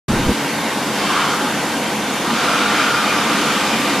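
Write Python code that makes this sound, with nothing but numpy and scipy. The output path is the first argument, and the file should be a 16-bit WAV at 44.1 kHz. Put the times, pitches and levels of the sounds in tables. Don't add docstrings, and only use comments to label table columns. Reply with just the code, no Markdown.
import sys
import numpy as np
from scipy import signal
from scipy.io import wavfile
from scipy.ndimage import uniform_filter1d

SR = 44100
rng = np.random.default_rng(int(sys.argv[2]) if len(sys.argv) > 2 else 0)


def generate_wav(sig):
    pcm = np.round(np.clip(np.atleast_2d(sig).T, -1, 1) * 32767).astype(np.int16)
    wavfile.write(sys.argv[1], SR, pcm)


N = 176400
FRAME, HOP = 2048, 512
BINS = np.fft.rfftfreq(FRAME, 1 / SR)
FRAME_S = np.arange(N // HOP + 3) * HOP / SR
TIME = np.arange(N) / SR

# frequency in Hz, relative density in dB.
ROAR_SPECTRUM = [(25, -42), (45, -32), (75, -23), (115, -24), (170, -6.5), (350, -6.5), (660, -8.5),
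                 (850, -9), (1300, -10.5), (2000, -12.5), (3200, -16.5), (5500, -20.5), (9000, -24),
                 (12500, -21.5)]
# centre in Hz, width in Hz, lift in dB.
HOUSING_RESONANCES = [(215.6, 6.7, 11), (278, 24, 4.5), (290.2, 25.4, 11), (499, 18, 9), (726, 30, 4.5),
                      (825, 32, 7.5), (924, 37, 5.5), (1020, 40, 4.5), (1570, 100, 4.5), (2000, 49, 2.5)]
# time in seconds, gain in dB.
ROAR_LEVEL = [(.1, -0.6), (.55, 0.3), (.85, -0.5), (1.15, 0), (1.6, 0), (2.1, -0.85), (2.6, -1), (3.3, 0.1),
              (3.9, 0.85)]
# time in seconds, gain in dB.
DRONE_LEVEL = [(.45, 1), (.75, 0), (1.15, .5), (2.08, 1), (2.33, 1.5), (2.75, .8), (2.97, 0), (3.33, 2.8),
               (3.55, -0.5), (3.88, 3)]
# frequency in Hz, level in dB.
FAN_TONES = [(45.5, -60), (94, -60), (100, -50), (141, -40.5), (301, -42), (845.5, -37.5), (944, -38),
             (1078, -42)]
# time in seconds, hiss level in dB,
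# level of the hollow resonance in dB, its pitch in Hz.
AIR_RUSHES = [ (490, 3122, -8.5, [(.85, -42, -55, 1050), (.98, -25, -38, 1100), (1.08, -24, -24.5, 1200),
              (1.19, -24.5, -18.5, 1200), (1.29, -24, -23, 1200), (1.42, -29.5, -26, 1280),
              (1.6, -40, -37, 1230), (1.8, -35, -47, 1200)]), (367, 2400, -13, [(2.12, -42, -46, 1150),
              (2.31, -26.5, -26, 1260), (2.44, -22.5, -23.5, 1330), (2.56, -22.3, -18, 1320),
              (2.68, -22.3, -22, 1340), (2.8, -20, -22, 1420), (2.95, -23.5, -22.5, 1390),
              (3.12, -23, -22.5, 1295), (3.3, -21.5, -23.5, 1270), (3.48, -23, -25.5, 1320),
              (3.62, -24, -32, 1310), (4.0, -24, -44, 1280)])]
# frequency in Hz, relative density in dB.
HISS_SPECTRUM = [(120, -20), (270, 1), (450, -4.5), (750, -0.5), (1200, -3), (1800, -1), (2300, -0.5),
                 (3100, -1.5), (4500, -5.5), (6500, -9.8), (9000, -15.5), (13000, -18)]
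# time in seconds, level in dB.
WHISTLE_LEVEL = [(2.28, -47), (2.48, -31), (2.78, -30.5), (3.15, -28), (3.5, -33.5), (4.0, -30.5)]
# centre in Hz, width in Hz, relative level in dB.
PIPE_MODES = [(1194, 42, 0.5), (2433, 46, -2), (3010, 76, -8), (3680, 63, -10), (4963, 49, -13)]
# frequency in Hz, relative density in dB.
BUFFET_SPECTRUM = [(15, -5), (35, 3), (70, -7.5), (140, 0), (220, 0.5), (400, -8), (620, -17), (1000, -39)]
# time in seconds, level in dB.
GUST_LEVEL = [(.08, -20), (.135, -14.5), (.215, -21), (.245, -22), (.298, -17), (.32, -20), (.335, -37)]
# frequency in Hz, side minus mid in dB.
STEREO_WIDTH = [(60, -21), (160, -61.5), (440, -44.5), (710, -30.5), (1170, -23), (1930, -18),
                (3160, -11.5), (5190, -5.5), (8520, 1), (14000, 11)]


def roar(level_db=-19.5, drone_top_hz=375):
    sway_db = np.interp(TIME, *np.transpose(ROAR_LEVEL))
    drone_db = np.interp(FRAME_S, *np.transpose(DRONE_LEVEL)) / (1 + (BINS[:, None] / drone_top_hz) ** 6)
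    spectrum = colour(ROAR_SPECTRUM, HOUSING_RESONANCES) * amp(drone_db)
    return amp(level_db + sway_db) * turbulence(spectrum)


def fan_tones(waver_hz=2.4, flutter_db=4):
    tones = np.zeros(N)
    for hz, db in FAN_TONES:
        pitch_hz = np.interp(TIME, FRAME_S, hz + waver_hz * drift(FRAME_S, 8.3))
        turns = np.cumsum(pitch_hz) / SR
        flutter = amp(flutter_db * np.interp(TIME, FRAME_S, drift(FRAME_S, 20)))
        tones += amp(db) * unit(flutter * np.sin(2 * np.pi * turns))
    return tones


def rushes(dull_hz=6000, dull_db_per_s=1.5):
    treble = np.minimum(BINS[:, None] / dull_hz, 1) ** 2
    power = 0
    for hollow_width, upper_hz, upper_db, curve in AIR_RUSHES:
        times, hiss_db, hollow_db, hollow_hz = np.transpose(curve)
        dulling = amp(-dull_db_per_s * treble * np.maximum(FRAME_S - times[0], 0))
        hiss = swell(times, hiss_db) * dulling
        upper = amp(upper_db) * peak(upper_hz, width=270)
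        hollow = swell(times, hollow_db) * peak(np.interp(FRAME_S, times, hollow_hz), hollow_width)
        power += hollow ** 2 + hiss ** 2 * (colour(HISS_SPECTRUM) ** 2 + upper ** 2)
    return turbulence(np.sqrt(power))


def whistle():
    modes = np.sqrt(sum((amp(db) * peak(hz, width)) ** 2 for hz, width, db in PIPE_MODES))
    return turbulence(modes * swell(*np.transpose(WHISTLE_LEVEL)))


def draught():
    level_db = np.interp(TIME, *np.transpose(GUST_LEVEL))
    envelope = amp(level_db) * (TIME < GUST_LEVEL[-1][0])
    rumble = turbulence(colour(BUFFET_SPECTRUM))
    return unit(envelope * rumble) * np.sqrt(np.mean(envelope ** 2))


def turbulence(magnitude, hall_ripple_db=2.5, patch_db=1.11, wander_db=0.25):
    framing = dict(nperseg=FRAME, noverlap=FRAME - HOP)
    white = rng.standard_normal((2, N + 2 * FRAME))
    noise = signal.stft(white, **framing)[2][:, :, :len(FRAME_S)]
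    width = amp(at_bins(STEREO_WIDTH))[:, None]
    ripple_db = hall_ripple_db * np.minimum(BINS / 2000, 1)[:, None]
    comb = amp(ripple_db * rng.standard_normal((2, len(BINS), 1)))
    mid, side = comb * np.array([noise[0], noise[1] * width]) / np.sqrt(1 + width ** 2)
    patches = uniform_filter1d(rng.standard_normal(mid.shape), size=24, axis=0)
    patches = unit(uniform_filter1d(patches, size=7, axis=1))
    gain = magnitude * amp(patch_db * patches + wander_db * drift(FRAME_S, 2.49))
    return signal.istft(np.array([mid + side, mid - side]) * gain, **framing)[1][:, :N]


def colour(points, resonances=()):
    lift = sum((amp(db) ** 2 - 1) / (1 + ((BINS - hz) / (width / 2)) ** 2) ** 2
               for hz, width, db in resonances)
    return unit(amp(at_bins(points)) * np.sqrt(1 + lift))[:, None]


def peak(hz, width):
    return unit(1 / (1 + ((BINS[:, None] - hz) / (width / 2)) ** 2))


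def swell(times, level_db):
    return amp(np.interp(FRAME_S, times, level_db)) * (FRAME_S > times[0])


def drift(t, top_hz):
    rates = np.geomspace(top_hz / 10, top_hz, num=16)
    return unit(sum(np.sin(2 * np.pi * (hz * t + rng.random())) / np.sqrt(hz) for hz in rates))


def at_bins(points):
    hz, value = np.transpose(points)
    return np.interp(np.log(BINS + 1), np.log(hz + 1), value)


def amp(db):
    return 10 ** (np.asarray(db) / 20)


def unit(x):
    return x / np.sqrt(np.mean(x ** 2) + 1e-20)


def scene():
    return roar() + fan_tones() + rushes() + whistle() + draught()


def record(dry, start_s=0.0817, rise_s=0.0026, top_hz=12900):
    opened = dry * np.clip((TIME - start_s) / rise_s, 0, 1)
    lowpass = signal.firwin(511, top_hz, window=("kaiser", 9), fs=SR)
    return signal.oaconvolve(opened, lowpass[None], "same")


dry = scene()
out = record(dry)
generate_wav(out)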